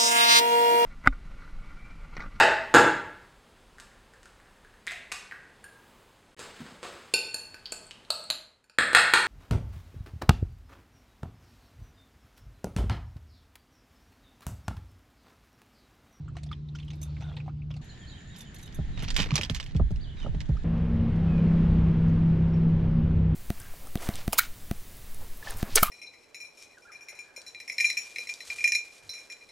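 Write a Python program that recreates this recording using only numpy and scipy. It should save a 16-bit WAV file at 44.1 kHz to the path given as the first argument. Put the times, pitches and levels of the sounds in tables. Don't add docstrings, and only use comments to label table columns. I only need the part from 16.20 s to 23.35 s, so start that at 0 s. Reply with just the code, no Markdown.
import sys
import numpy as np
from scipy import signal
from scipy.fft import rfft, irfft
from scipy.io import wavfile
from scipy.ndimage import uniform_filter1d

SR = 44100
rng = np.random.default_rng(int(sys.argv[2]) if len(sys.argv) > 2 else 0)


def put_to_file(sound):
    columns = np.atleast_2d(sound).T
    safe = np.clip(columns, -1, 1)
    whole_steps = np.round(safe * 32767)
    wavfile.write(sys.argv[1], SR, whole_steps.astype(np.int16))


def convert_level_to_amplitude(level_db):
    exponent = np.asarray(level_db, float) / 20
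    return 10 ** exponent


N = 315315

PASSAGES = (0, 1.613, 4.442, 7.15)


def evened(x):
    return x / np.sqrt(np.mean(x ** 2) + 1e-20)


def read(points, hz):
    f, value = np.transpose(points)
    return np.interp(np.log(hz + 1), np.log(f + 1), value)


def span(rows, start=None, stop=None):
    s, *columns = np.transpose(rows)
    start = s[0] if start is None else start
    stop = s[-1] if stop is None else stop
    t = np.arange(start, stop, 1 / SR)
    return t[0], t, [np.interp(t, s, c) for c in columns]


def add(mix, s, sound, pan_db=0):
    part = mix[:, round(s * SR):][:, :sound.shape[-1]]
    part += convert_level_to_amplitude([[pan_db / 2], [-pan_db / 2]]) * sound[..., :part.shape[1]]


def edged(x):
    n = np.arange(x.shape[-1])
    fade = np.minimum(n, n[::-1]) / (.004 * SR)
    return x * np.sin(np.pi / 2 * np.clip(fade, 0, 1))


def wander(t, top_hz):
    hz = np.geomspace(.3, top_hz, num=16)[:, None]
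    coarse = t[::64]
    sines = np.sin(2 * np.pi * (hz * coarse + rng.random(hz.shape)))
    slow = (sines / hz ** .25).sum(0)
    return np.interp(t, coarse, evened(np.tanh(evened(slow))))


def coloured(x, points, lift_db=0):
    hz = np.fft.rfftfreq(len(x), 1 / SR)
    return irfft(rfft(x) * convert_level_to_amplitude(read(points, hz) + lift_db * np.log2(1 + hz / 3000)), len(x))


def bumpy(x, low_hz, count, spread_db):
    bumps = np.transpose([np.geomspace(low_hz, 14000, num=count), spread_db * rng.standard_normal(count)])
    return coloured(x, bumps)


def fuzzy(t, hz, width):
    r = np.exp(-np.pi * width / SR)
    noise = rng.standard_normal((2, len(t) + SR // 2))
    slow = signal.lfilter([1], np.convolve([1, -r], [1, -r]), noise)[:, SR // 2:]
    return evened(((slow[0] + 1j * slow[1]) * np.exp(2j * np.pi * hz * t)).real)


# start in seconds, level in dB, ring in Hz, treble tilt in dB per octave, ring level in dB.
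CLAWS = [(1.775, -50, 2810, -3, 6.5), (2.005, -50, 2180, 3.5, 0), (2.163, -44.5, 3517, 12.5, 7.5),
         (2.2069, -37.5, 3554, 15.5, 4.5), (2.3436, -46, 3523, 8, 5), (2.363, -46, 4327, 4.5, 8.5),
         (2.394, -40.5, 2400, 3.5, -5), (2.4279, -43.5, 3930, 9.5, 5), (2.4771, -40.5, 3060, -2.5, 2.5),
         (2.5254, -42.5, 3273, 11.5, 0.5), (2.7756, -32, 3600, -7.5, -2.5), (2.793, -32, 3770, 1, 0.5),
         (2.824, -31.5, 2797, 1.5, 2.5), (2.843, -30.5, 2403, -1.5, -1.5), (2.8799, -28.5, 3244, -5, -0.5),
         (2.8845, -28, 4427, -1, 4), (2.904, -19, 3605, 5.5, -2.5), (2.9435, -30.5, 4760, 0, 3),
         (2.9641, -13, 3640, 3.5, 3.5), (2.9843, -21.5, 4560, -0.5, -7), (2.9912, -18.5, 3140, -2, 1.5),
         (3.0004, -16, 3002, 3.5, 1), (3.0195, -20.5, 2455, 4, 0), (3.0305, -22.5, 3453, -2, -9),
         (3.0589, -30, 1987, -4, 3), (3.0895, -33.5, 2947, -6, -8), (3.1068, -23.5, 2388, -8, 1),
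         (3.1396, -27.5, 2457, -4, -9), (3.1556, -12, 5860, 6.5, 3), (3.1787, -16, 2404, 0.5, -0.5),
         (3.2121, -18, 2371, 1.5, -4.5), (3.2331, -20.5, 3213, 2.5, 2.5), (3.2484, -28, 3304, 3, 5.5),
         (3.2975, -20, 3985, 2.5, -0.5), (3.3475, -24, 4024, 6.5, 1.5), (3.363, -26, 3237, 5, -2.5),
         (3.4, -25.5, 2960, 0.5, 7), (3.4282, -34, 3574, 1, 2), (3.463, -35.5, 3126, 8, 6),
         (3.492, -45, 3940, -4.5, -4), (3.5103, -42, 3070, -4.5, -6), (3.5474, -41, 2267, -2, -9),
         (3.564, -35.5, 3350, 5, 3.5), (3.706, -43.5, 3345, 13, -5.5), (3.7594, -42, 2841, 2, -0.5),
         (3.9685, -41.5, 3950, -16.5, -13.5), (4.0285, -39, 3023, -7, -16), (4.147, -43, 3110, -4, 0.5),
         (4.2045, -28.5, 2108, 1.5, -0.5), (4.2574, -48.5, 2104, 4, 0), (4.2897, -47, 3143, 0, -3.5),
         (4.4344, -48.5, 2176, 0, 2)]
# frequency in Hz, level in dB.
NAIL = [(290, -40), (500, -4.5), (657, -15.5), (792, -6.5), (1510, -5.5), (2360, 1.5), (5350, -3.5),
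        (5920, -4.5), (12000, -29.5), (14400, -45.5), (15500, -57)]


def claw(db, hz, treble_db, ring_db):
    t = np.arange(4096) / SR
    bounce_s, bounce, ratio = rng.random((3, 3, 1))
    late = t - .002 - .011 * bounce_s
    fall = 1.27 * convert_level_to_amplitude(-60 * t / .007) + .3 * convert_level_to_amplitude(-60 * t / 0.028)
    fall = fall + (.5 * bounce * (late > 0) * convert_level_to_amplitude(-60 * abs(late) / 0.0188)).sum(0)
    direct, *sides = rng.standard_normal((3, len(t)))
    direct = evened(bumpy(coloured(direct, NAIL, treble_db), 800, 16, 3.5))
    tail = np.array([evened(coloured(v, NAIL, treble_db - 2)) for v in sides]) * convert_level_to_amplitude(-60 * t / 0.1)
    ring = np.sin(2 * np.pi * hz * t) + .5 * np.sin(2 * np.pi * hz * (.6 + 1.2 * ratio) * t).sum(0)
    ring = ring * convert_level_to_amplitude(ring_db - 60 * t / 0.0205)
    ring = ring + fuzzy(t, 1853, 150) * convert_level_to_amplitude(-17 - 60 * t / .06)
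    return convert_level_to_amplitude(db) * (1 - np.exp(-t / .0003)) * (0.458 * direct * fall + 0.404 * ring + 0.13 * tail)


# start in seconds, level in dB, hardness in dB, weight in dB.
PAWS = [(2.587, -16.5, 1, 2.5), (2.825, -27.5, 6, 2), (2.985, -12.5, 1.5, -10), (2.996, -14, 1, -21.5),
        (3.059, -25, 5.5, -6), (3.122, -6, -13, -14), (3.189, -25.5, 8, 3.5), (3.297, -14, 0, 4),
        (3.549, -12.5, 0, 5), (3.596, -12, 4.5, 6.5), (3.706, -15.5, -1, 4.5), (3.745, -32.5, -4.5, 1.5),
        (3.858, -41.5, 2, 15.5), (4.044, -20, 2.5, -4.5), (4.062, -24, 8, 2.5), (4.089, -29, -5, 16),
        (4.144, -16, -1, -1), (4.291, -11, -1, 5), (4.349, -32, 4, 15)]
# pitch in Hz, level in dB, 60 dB decay in seconds, rise in seconds.
DECK = [(41.04, -8.5, 0.237, .04), (61.57, -4, 0.285, 0.0243), (95, -6.5, 0.17, 0.021),
        (147.88, 0.5, 0.128, 0.0035), (208.3, -4.5, 0.0974, 0.00533), (293.3, -14.5, 0.0866, 0.0024),
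        (416, -13.5, 0.051, 0.0016), (588, -17.5, 0.0483, 0.00155), (771, -28, 0.0534, 0.00088),
        (1257.5, -25, 0.025, .001)]


def paw(db, hard_db, weight_db):
    t = np.arange(16000) / SR
    hz, mode_db, t60, rise = np.transpose(DECK)[..., None]
    detune, phase = rng.random((2, len(DECK), 1))
    mode_db = mode_db + hard_db * np.maximum(np.log2(hz / 150), 0)
    mode_db = mode_db + weight_db * np.maximum(np.log2(150 / hz), 0)
    ring = np.sin(2 * np.pi * (hz * (0.9188 + 0.182 * detune) * t + .5 * (phase > .5)))
    modes = (convert_level_to_amplitude(mode_db - 60 * t / t60) * (1 - np.exp(-t / rise)) ** 2 * ring).sum(0)
    band = signal.butter(3, [220, 800], "band", fs=SR, output="sos")
    puff = evened(signal.sosfilt(band, rng.standard_normal(len(t))))
    puff = convert_level_to_amplitude(2 * hard_db - 22.5 - 60 * t / 0.0766) * (1 - np.exp(-t / 0.001)) * puff
    sag = np.sin(2 * np.pi * np.cumsum(48 + 150 * np.exp(-t / 0.01766)) / SR)
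    sag = convert_level_to_amplitude(weight_db + 1.5 - 60 * t / 0.21) * (1 - np.exp(-t / 0.0171)) * sag
    return 0.4613 * convert_level_to_amplitude(db) * (modes + puff + sag)


# time in seconds, level in dB.
SCRAPES = [
    [(2.14, -59.5), (2.26, -61)],
    [(2.74, -68.5), (2.84, -46.5), (2.87, -57.5), (2.95, -59.5), (3.0, -35), (3.04, -40), (3.085, -62),
     (3.14, -56.5), (3.18, -41), (3.205, -58), (3.245, -45), (3.28, -64), (3.33, -57), (3.37, -49.5),
     (3.39, -58.5), (3.53, -61.5)],
    [(3.94, -80.5), (4.002, -54), (4.09, -62)],
]


def scrape(rows):
    s, t, (db,) = span(rows)
    struck = rng.random(len(t)) < 900 / SR
    catches = convert_level_to_amplitude(2.5 * np.minimum(rng.exponential(1, len(t)), 5)) * struck
    grip = signal.lfilter([1], [1, -np.exp(-1 / (.001 * SR))], catches) + 0.34
    shared, left, right = (coloured(v * grip, NAIL) for v in rng.standard_normal((3, len(t))))
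    kind = rng.integers(0, 16, len(t))
    cycles = np.arange(512) * np.geomspace(700, 7000, num=16)[:, None] / SR
    pings = np.sin(2 * np.pi * cycles) * cycles * np.exp(-cycles / 3.0)
    rings = sum(signal.oaconvolve(catches * (kind == k), ping)[:len(t)] for k, ping in enumerate(pings))
    rings = coloured(rings, NAIL)
    both = evened(evened(shared) + .8 * evened(rings) + .45 * evened(np.array([left, right])))
    return s, convert_level_to_amplitude(db) * both * signal.windows.tukey(len(t), .1)


# start in seconds, level in dB.
JINGLES = [(0.6479, -65), (0.7543, -63), (0.8149, -47.5), (0.8281, -40), (1.6428, -59), (2.1631, -51),
           (2.1834, -45), (2.2094, -46), (2.3438, -46.5), (2.3845, -50), (2.4108, -51.5), (2.4284, -50),
           (2.4579, -50), (2.5444, -46.5), (2.5554, -54.5), (2.8266, -43.5), (2.9628, -36.5), (3.0494, -56),
           (3.2121, -45), (3.2981, -45.5), (3.3448, -45), (3.4382, -58)]
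# pitch in Hz, level in dB, 60 dB decay in seconds.
TAG = [(3600, -8, 0.21), (6190, 1, 0.0719), (6740, 3, 0.0135), (7500, -2, 0.02), (8320, -5.5, 0.0276),
       (10050, 3, 0.0939), (10800, 1.5, 0.0071), (11650, 0, 0.0475), (12420, -3.5, 0.0563),
       (13210, -11, 0.0244), (13960, -12.5, 0.0437)]


def jingle(db):
    t = np.arange(8000) / SR
    hz, mode_db, t60 = np.transpose(TAG)[..., None]
    share, detune = rng.standard_normal((2, len(TAG), 1))
    tone = np.sin(2 * np.pi * hz * (1 + .008 * detune) * t)
    ring = (convert_level_to_amplitude(mode_db + 4.4 * share - 60 * t / t60) * tone).sum(0)
    thin = signal.butter(3, [6000, 13000], "band", fs=SR, output="sos")
    rattle = evened(signal.sosfilt(thin, rng.standard_normal((2, len(t))))) * convert_level_to_amplitude(0.5 - 60 * t / 0.092)
    return 0.39 * convert_level_to_amplitude(db) * (ring + rattle) * (1 - np.exp(-t / 0.00092))


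# time of the peak in seconds, level in dB.
LURCHES = [(2.68, -31.5), (2.96, -23.5), (3.34, -40), (3.63, -26), (3.76, -33), (4.1, -25.5), (4.39, -30)]


def rocking():
    t = np.arange(PASSAGES[1], PASSAGES[2], 1 / SR)
    at, db = np.transpose(LURCHES)[..., None]
    rise_db_per_s, fall_db_per_s = 130, 90
    level = convert_level_to_amplitude(db - np.maximum(rise_db_per_s * (at - t), fall_db_per_s * (t - at))).sum(0)
    sub = signal.butter(3, [16, 42], "band", fs=SR, output="sos")
    shared, left, right = signal.sosfilt(sub, rng.standard_normal((3, len(t))))
    return t[0], edged(level * evened(shared + .5 * np.array([left, right])))


# frequency in Hz, left's lead in radians.
PORT_LEAD = [(100, 1.5), (780, -0.17), (1290, 2), (1810, 1), (2670, 0.66), (3960, -1.45), (5000, -1.35),
             (7320, -1), (10000, -3), (15000, -6)]
# frequency in Hz, left over right in dB.
PORT_LEVEL = [(60, -3.5), (150, 1), (380, 0.5), (950, -11), (2380, -6), (5980, -3.5), (15000, -1.5)]


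def ports(x):
    hz = np.fft.rfftfreq(N, 1 / SR)
    gap = convert_level_to_amplitude(read(PORT_LEVEL, hz) / 2) * np.exp(.5j * read(PORT_LEAD, hz))
    return irfft(rfft(x) * np.array([gap, 1 / gap]), N)


# start in seconds, level in dB, bubble in Hz,
# tick over the bubble in dB, treble tilt in dB per octave.
DRIPS = [(0.079, -43.5, 1355, -10.5, -6.5), (0.082, -59, 7000, -12.5, 0), (0.088, -46.5, 1274, -15, -3.5),
         (0.154, -46, 1157, -6.5, -5.5), (0.167, -38, 684, 2.5, -3.5), (0.168, -45.5, 3994, -8, 1),
         (0.184, -50, 2007, 1, -3.5), (0.232, -50, 662, 9, 6), (0.263, -48, 690, 1.5, 2.5),
         (0.289, -49, 3430, -11, -1.5), (0.314, -30, 1195, -5.5, -7), (0.327, -33, 3230, -5.5, -10.5),
         (0.486, -46.5, 3750, -12.5, 3), (0.55, -39.5, 1394, -4, 0.5), (0.554, -41, 3184, -1.5, 0),
         (0.556, -47.5, 6210, -11, 0), (0.586, -42.5, 2744, -0.5, -3.5), (0.599, -41.5, 3443, 0, -4.5),
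         (0.628, -44.5, 3150, -5, -0.5), (0.68, -42.5, 3063, -2.5, -1), (0.703, -41.5, 3440, 4.5, -1.5),
         (0.705, -50.5, 5970, -9.5, 0), (0.732, -50, 711, 7, 6), (0.815, -49, 615, 7, 8.5),
         (0.829, -42, 3565, -2, 2), (0.966, -45.5, 2127, -2, -8), (1.007, -45, 613, 2, -6),
         (1.022, -38.5, 808, 0, -9.5), (1.095, -47.5, 3437, -12.5, -1), (1.167, -38.5, 3549, 8, -10),
         (1.201, -38.5, 2313, -6.5, -14.5), (1.261, -44.5, 743, -4.5, -7.5),
         (1.279, -33, 758.5, -9.5, -25.5), (1.293, -44.5, 1296, -6.5, -18.5), (1.418, -47, 2400, -13, -10),
         (1.504, -45.5, 636, 6, -9.5), (1.51, -42.5, 3214, 0, -8), (1.539, -45, 2697, 0, 1),
         (1.564, -45, 708, 2.5, -3), (4.368, -39, 1336, -9.5, 0.5)]


def drip(db, hz, tick_db, treble_db):
    t = np.arange(4096) / SR
    wobble, rag, *noises = rng.standard_normal((5, len(t)))
    wobble = 0.0753 * evened(uniform_filter1d(wobble, size=90))
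    turns = np.cumsum(hz * (1 + 2.2 * t + wobble)) / SR
    bubble = np.sin(2 * np.pi * turns) * convert_level_to_amplitude(-60 * t / 0.0406) * (1 - np.exp(-t / 0.00136))
    rag = convert_level_to_amplitude(2.7 * evened(uniform_filter1d(rag, size=60)))
    bumps = np.transpose([np.geomspace(600, 14000, num=20), 5.1 * rng.standard_normal(20)])
    shared, left, right = (evened(coloured(coloured(v, NAIL, treble_db), bumps)) for v in noises)
    tick = shared * convert_level_to_amplitude(-60 * t / 0.0493) + 0.17 * np.array([left, right]) * convert_level_to_amplitude(-60 * t / 0.24)
    tick = 0.401 * convert_level_to_amplitude(tick_db) * tick * rag * (1 - np.exp(-t / .001))
    return convert_level_to_amplitude(db) * (bubble + tick)


# time in seconds, level in dB.
TRICKLE = [(0, -68.5), (.3, -67.5), (.45, -78), (.57, -65.5), (.8, -70), (.88, -57.5), (.95, -69.5),
           (1.02, -55), (1.18, -55.5), (1.32, -79), (1.48, -74), (1.61, -57.5)]


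def trickle():
    s, t, (db,) = span(TRICKLE, *PASSAGES[:2])
    born = rng.random(len(t)) < 1600 / SR
    size = convert_level_to_amplitude(4.0 * np.minimum(rng.exponential(1, len(t)), 4)) * born
    kind = rng.integers(0, 24, len(t))
    out = np.zeros((2, len(t)))
    for k, hz in enumerate(np.geomspace(480, 8000, num=24)):
        cycles = np.arange(0, 24, hz / SR)
        bubble = np.sin(2 * np.pi * cycles * (1 + 0.0034 * cycles)) * cycles * np.exp(-cycles / 2.5)
        out[k % 2] += signal.oaconvolve(size * (kind == k), bubble * (hz / 1000) ** -.1)[:len(t)]
    out = out + .7 * out[::-1]
    local_rms = np.sqrt(uniform_filter1d((out ** 2).mean(0), size=8820) + 1e-9)
    return s, edged(convert_level_to_amplitude(db - 4.0) * out / local_rms)


SQUEAK_S = (1.025, 1.15)
SQUEAK = (730, 680, -63.5)
SQUEAK_HARMONICS = (-1.5, 1, -7.5, -9, 0)


def squeak(start_hz, end_hz, db):
    t = np.arange(*SQUEAK_S, 1 / SR)
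    slow = uniform_filter1d(rng.standard_normal((6, SR)), size=220)[:, :len(t)]
    shake, *flicker = (evened(v) for v in slow)
    turns = np.cumsum(np.linspace(start_hz, end_hz, num=len(t)) * (1 + .025 * shake)) / SR
    tone = sum(convert_level_to_amplitude(part_db + 6.0 * flicker[k]) * np.sin(2 * np.pi * (k + 1) * turns)
               for k, part_db in enumerate(SQUEAK_HARMONICS))
    return t[0], convert_level_to_amplitude(db) * tone * signal.windows.tukey(len(t), .3)


# time in seconds, fifth order in Hz, level in dB.
IDLE = [
    [(0.0, 148.8, -43.5), (0.8, 148.9, -40.5), (1.61, 148.9, -39.5)],
    [(4.44, 164.8, -29), (4.9, 164.9, -29.5), (5.4, 165.0, -23), (6.0, 163.6, -24), (6.68, 163.5, -25),
     (6.8, 160.7, -26.5), (7.03, 161.3, -24.5), (7.15, 157.3, -23.5)],
]
# multiple of the firing rate, relative level in dB, wander in dB.
ORDERS = [
    [(2, -11.5, -3), (3, -8, 0.5), (4, -11.5, -8), (5, 1, -1.1), (6, -24.5, 1.5), (8, -24.5, 2),
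     (10, -25, 2.5)],
    [(2, -10, 5.5), (3, -8.5, -1.5), (4, -22.5, -8), (5, 0.5, 1.56), (6, -18, 7), (8, -27.5, 3),
     (9, -27, 3), (10, -27, 2), (11, -27, 2.5), (12, -30, 3.5), (14, -31.5, 4.5), (17, -36, 6)],
]


def engine(rows, orders, start, stop):
    s, t, (fifth_hz, db) = span(rows, start, stop)
    turns = np.cumsum(fifth_hz * (1 + .003 * wander(t, 12))) / (5 * SR)
    tone = sum(convert_level_to_amplitude(order_db + loose_db * wander(t, 12)) * np.sin(2 * np.pi * (k * turns + rng.random()))
               for k, order_db, loose_db in orders)
    return s, edged(np.sqrt(2) * convert_level_to_amplitude(db) * tone)


# start in seconds, level in dB.
TICKS = [(4.5794, -50.5), (4.9594, -51), (5.1794, -49.5), (5.8832, -45.5)]
# ring in Hz, treble tilt in dB per octave, ring level in dB.
TICK_COLOUR = (2300, 1, -2)


def gear_tick(db):
    return claw(db, *TICK_COLOUR)


def note(hz, db):
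    slow = uniform_filter1d(rng.standard_normal((2, SR // 4)), size=120)[:, :len(hz)]
    shake, flutter = (evened(v) for v in slow)
    tone = np.sin(2 * np.pi * np.cumsum(hz * (1 + .006 * shake)) / SR) * convert_level_to_amplitude(2.5 * flutter)
    n = np.arange(len(hz))
    fade = np.minimum(n, n[::-1]) / (0.0038 * SR)
    return np.sqrt(2) * convert_level_to_amplitude(db) * tone * np.sin(np.pi / 2 * np.minimum(fade, 1)) ** 2


def banks(x):
    t = np.arange(SR // 2) / SR
    tail = rng.standard_normal((2, len(t))) * convert_level_to_amplitude(-60 * t / 0.24) * (t > .012)
    return signal.fftconvolve(x, tail / np.linalg.norm(tail[0]), axes=1)[:, :N]


# start in seconds, length in seconds, start pitch in Hz,
# end pitch in Hz, level in dB.
NOTES = [(1.689, 0.023, 4383, 3936, -55), (1.725, .012, 3685, 4165, -63.5),
         (1.712, .015, 2800, 3210, -58.5), (1.81, 0.05, 3400, 2978, -62), (1.868, 0.024, 3960, 4607, -57),
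         (1.893, 0.02, 3746, 4150, -56), (1.922, .02, 3600, 4000, -58), (1.915, .03, 3298, 3027, -59.5),
         (1.946, .025, 3017, 3398, -60), (1.97, 0.017, 3331, 2902, -58), (2.1, .055, 3747, 3796, -61.5),
         (2.14, 0.024, 3518, 2900, -59), (2.202, 0.036, 3665, 3405, -58), (2.252, 0.038, 3148, 2955, -61),
         (2.424, 0.042, 3947, 3650, -61), (2.462, .03, 2942, 3098, -64.5), (2.61, .03, 3324, 3134, -64),
         (2.73, .065, 3979, 3694, -60), (2.785, .035, 3102, 2922, -56), (3.967, 0.048, 3990, 3548, -59),
         (4.012, .036, 3151, 2847, -53.5), (5.08, 0.12, 2560, 2440, -59), (6.333, .022, 5384, 5570, -67)]
# time in seconds, pitch in Hz, level in dB.
WARBLE = [(3.795, 2491, -65), (3.813, 4563, -60.5), (3.832, 4754, -62), (3.846, 3460, -55),
          (3.862, 3050, -61), (3.887, 2949, -60), (3.904, 3536, -57.5), (3.914, 3003, -60.5),
          (3.94, 2920, -68.5)]


def birdsong():
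    birds = np.zeros((2, N))
    for s, length, start_hz, end_hz, db in NOTES:
        add(birds, s, note(np.linspace(start_hz, end_hz, num=round(length * SR)), db))
    s, _, (hz, db) = span(WARBLE)
    add(birds, s, note(uniform_filter1d(hz, size=150), db))
    trill_s, gap_s, note_s, top_hz, arch_hz, trill_db = 1.695, .0945, 0.033, 7070, 399.2, -64.5
    arch = np.linspace(-1, 1, num=round(note_s * SR)) ** 2
    for k in range(8):
        add(birds, trill_s + k * gap_s, note(top_hz - arch_hz * arch, trill_db))
    birds = birds * convert_level_to_amplitude([[-2.0], [2.0]])
    return birds + convert_level_to_amplitude(-3) * banks(birds)


# time in seconds, high band in dB, low band in dB.
BUZZ = [(1.61, -67.5, -77), (1.8, -71, -62.5), (2.34, -70.5, -63.5), (2.6, -83, -65.5), (3.3, -82.5, -62.5),
        (3.7, -91, -74.5), (4.44, -82.5, -69)]
# centre in Hz, width in Hz.
BUZZ_BANDS = [(7000, 350), (1801, 140)]


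def insects():
    s, t, levels_db = span(BUZZ, *PASSAGES[1:3])
    return s, edged(sum(convert_level_to_amplitude(db) * np.array([fuzzy(t, *band), fuzzy(t, *band)])
                        for db, band in zip(levels_db, BUZZ_BANDS)))


# frequency in Hz, relative level in dB per Hz.
AIR = [
    [(12, -66), (20, -28), (59, -0.5), (103, -6), (153, 1), (175, -10.5), (202, -22), (315, -17.5),
     (581, -38), (1270, -41.5), (1870, -48), (3960, -44.5), (7950, -65.5), (10500, -84), (15500, -82.5)],
    [(12, -33.5), (20, -3), (76, -0.5), (148, -2), (519, -26), (746, -27), (1200, -34), (1580, -27.5),
     (1770, -26.5), (2540, -32.5), (3850, -31), (5380, -43), (6910, -41.5), (7730, -48.5), (15500, -79)],
    [(12, -30), (20, 0.5), (59, -5.5), (87, -0.5), (119, -5.5), (171, -5), (238, -12), (274, -15),
     (427, -23), (478, -20), (581, -27), (3000, -43.5), (9390, -75), (10800, -102), (15500, -99)],
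]
# frequency in Hz, side over mid in dB.
WIDTH = [
    [(60, -7), (110, -19), (200, -13), (380, -6.5), (700, 4), (1290, 2.5), (2380, -5), (4400, -10.5),
     (8120, 3.5), (15000, -18)],
    [(60, -12.5), (110, -14), (200, -14.5), (380, -9), (700, 0.5), (1290, -0.5), (2380, -6), (4400, -4.5),
     (8120, 3), (15000, 3)],
    [(60, -51), (110, -44), (200, -60), (380, -43), (700, -37.5), (1290, -36), (2380, -33.5), (4400, -24.5),
     (8120, -9), (15000, 7.5)],
]
# frequency in Hz, left over right in dB.
LEAN = [
    [(60, -3), (240, -0.5), (950, -1.5), (3770, 0), (15000, -3)],
    [(60, -1), (240, -1), (950, -1), (3770, 1.5), (15000, -8)],
    [(60, 1), (240, 1.5), (950, -1), (3770, 0.5), (15000, -1)],
]
# time in seconds, 250-700 Hz level in dB, treble lift in dB.
SWELL = [
    [(0.0, -57, 0.5), (0.426, -62, 8), (0.936, -61, 16), (1.61, -56.5, -6)],
    [(1.61, -59, 2.5), (2.3, -61, 3), (3.1, -50.5, -5), (3.4, -58, -6.5), (4.44, -55.5, -3.5)],
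    [(4.44, -43, 1), (4.7, -44, 2.5), (5.33, -41, 3.5), (6.0, -43, 2.5), (7.15, -44.5, 0.5)],
]
BASS_SHARE_DB = (13.5, 14.5, 13.5)
PATCHY_DB = (2, 1.5, 0.75)
# pitch in Hz, width in Hz, level in dB.
HUM = [
    [(72.35, 2.1, -47.5), (220.4, 3.62, -61)],
    [],
    [(39.86, 1.7, -39), (77.5, 4.8, -39), (226.53, 8, -36)],
]


def air(k):
    s, t, _ = span(SWELL[k], *PASSAGES[k:k + 2])
    frames = len(t) // 512 + 5
    hz = np.fft.rfftfreq(2048, 1 / SR)[:, None]
    a, b, c, d, patches = rng.standard_normal((frames, 1025, 5)).T
    patches = evened(uniform_filter1d(uniform_filter1d(patches, size=16, axis=0), size=6, axis=1))
    at, level_db, lift_db = np.transpose(SWELL[k])
    lift_db = np.interp(s + np.arange(frames) * 512 / SR, at, lift_db) * hz / (hz + 1000)
    mid = a + 1j * b
    side = (c + 1j * d) * convert_level_to_amplitude(read(WIDTH[k], hz))
    lean = convert_level_to_amplitude(read(LEAN[k], hz) / 2)
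    z = np.array([(mid + side) * lean, (mid - side) / lean])
    z = z * convert_level_to_amplitude(read(AIR[k], hz) + PATCHY_DB[k] * patches)
    scale = np.sqrt(np.mean(signal.istft(z, nperseg=2048, noverlap=1536)[1] ** 2))
    bed = signal.istft(z * convert_level_to_amplitude(lift_db), nperseg=2048, noverlap=1536)[1][:, :len(t)] / scale
    bed = bed * convert_level_to_amplitude(np.interp(t, at, level_db) + BASS_SHARE_DB[k])
    hums = sum(convert_level_to_amplitude(db) * (fuzzy(t, f, width) + np.sin(2 * np.pi * f * t)) for f, width, db in HUM[k])
    return s, edged(bed + hums)


def scene():
    mix, dog = np.zeros((2, 2, N))
    for s, *row in CLAWS:
        add(dog, s, claw(*row), pan_db=-0.09)
    for s, *row in PAWS:
        add(mix, s, paw(*row), pan_db=-1.6)
    for rows in SCRAPES:
        add(dog, *scrape(rows))
    for s, db in JINGLES:
        add(dog, s, jingle(db))
    add(dog, *rocking())
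    for s, *row in DRIPS:
        add(mix, s, drip(*row), pan_db=-1.5)
    add(mix, *trickle(), pan_db=0.5)
    add(mix, *squeak(*SQUEAK))
    add(mix, *engine(IDLE[0], ORDERS[0], *PASSAGES[:2]))
    add(mix, *engine(IDLE[1], ORDERS[1], *PASSAGES[2:]))
    for s, db in TICKS:
        add(mix, s, gear_tick(db))
    add(mix, *insects())
    for k in range(3):
        add(mix, *air(k))
    return mix + ports(dog) + birdsong()


def top_cut(x):
    return signal.sosfilt(signal.butter(12, 15870, fs=SR, output="sos"), x)


def record(dry):
    return top_cut(dry)


dry = scene()
out = record(dry)
put_to_file(out)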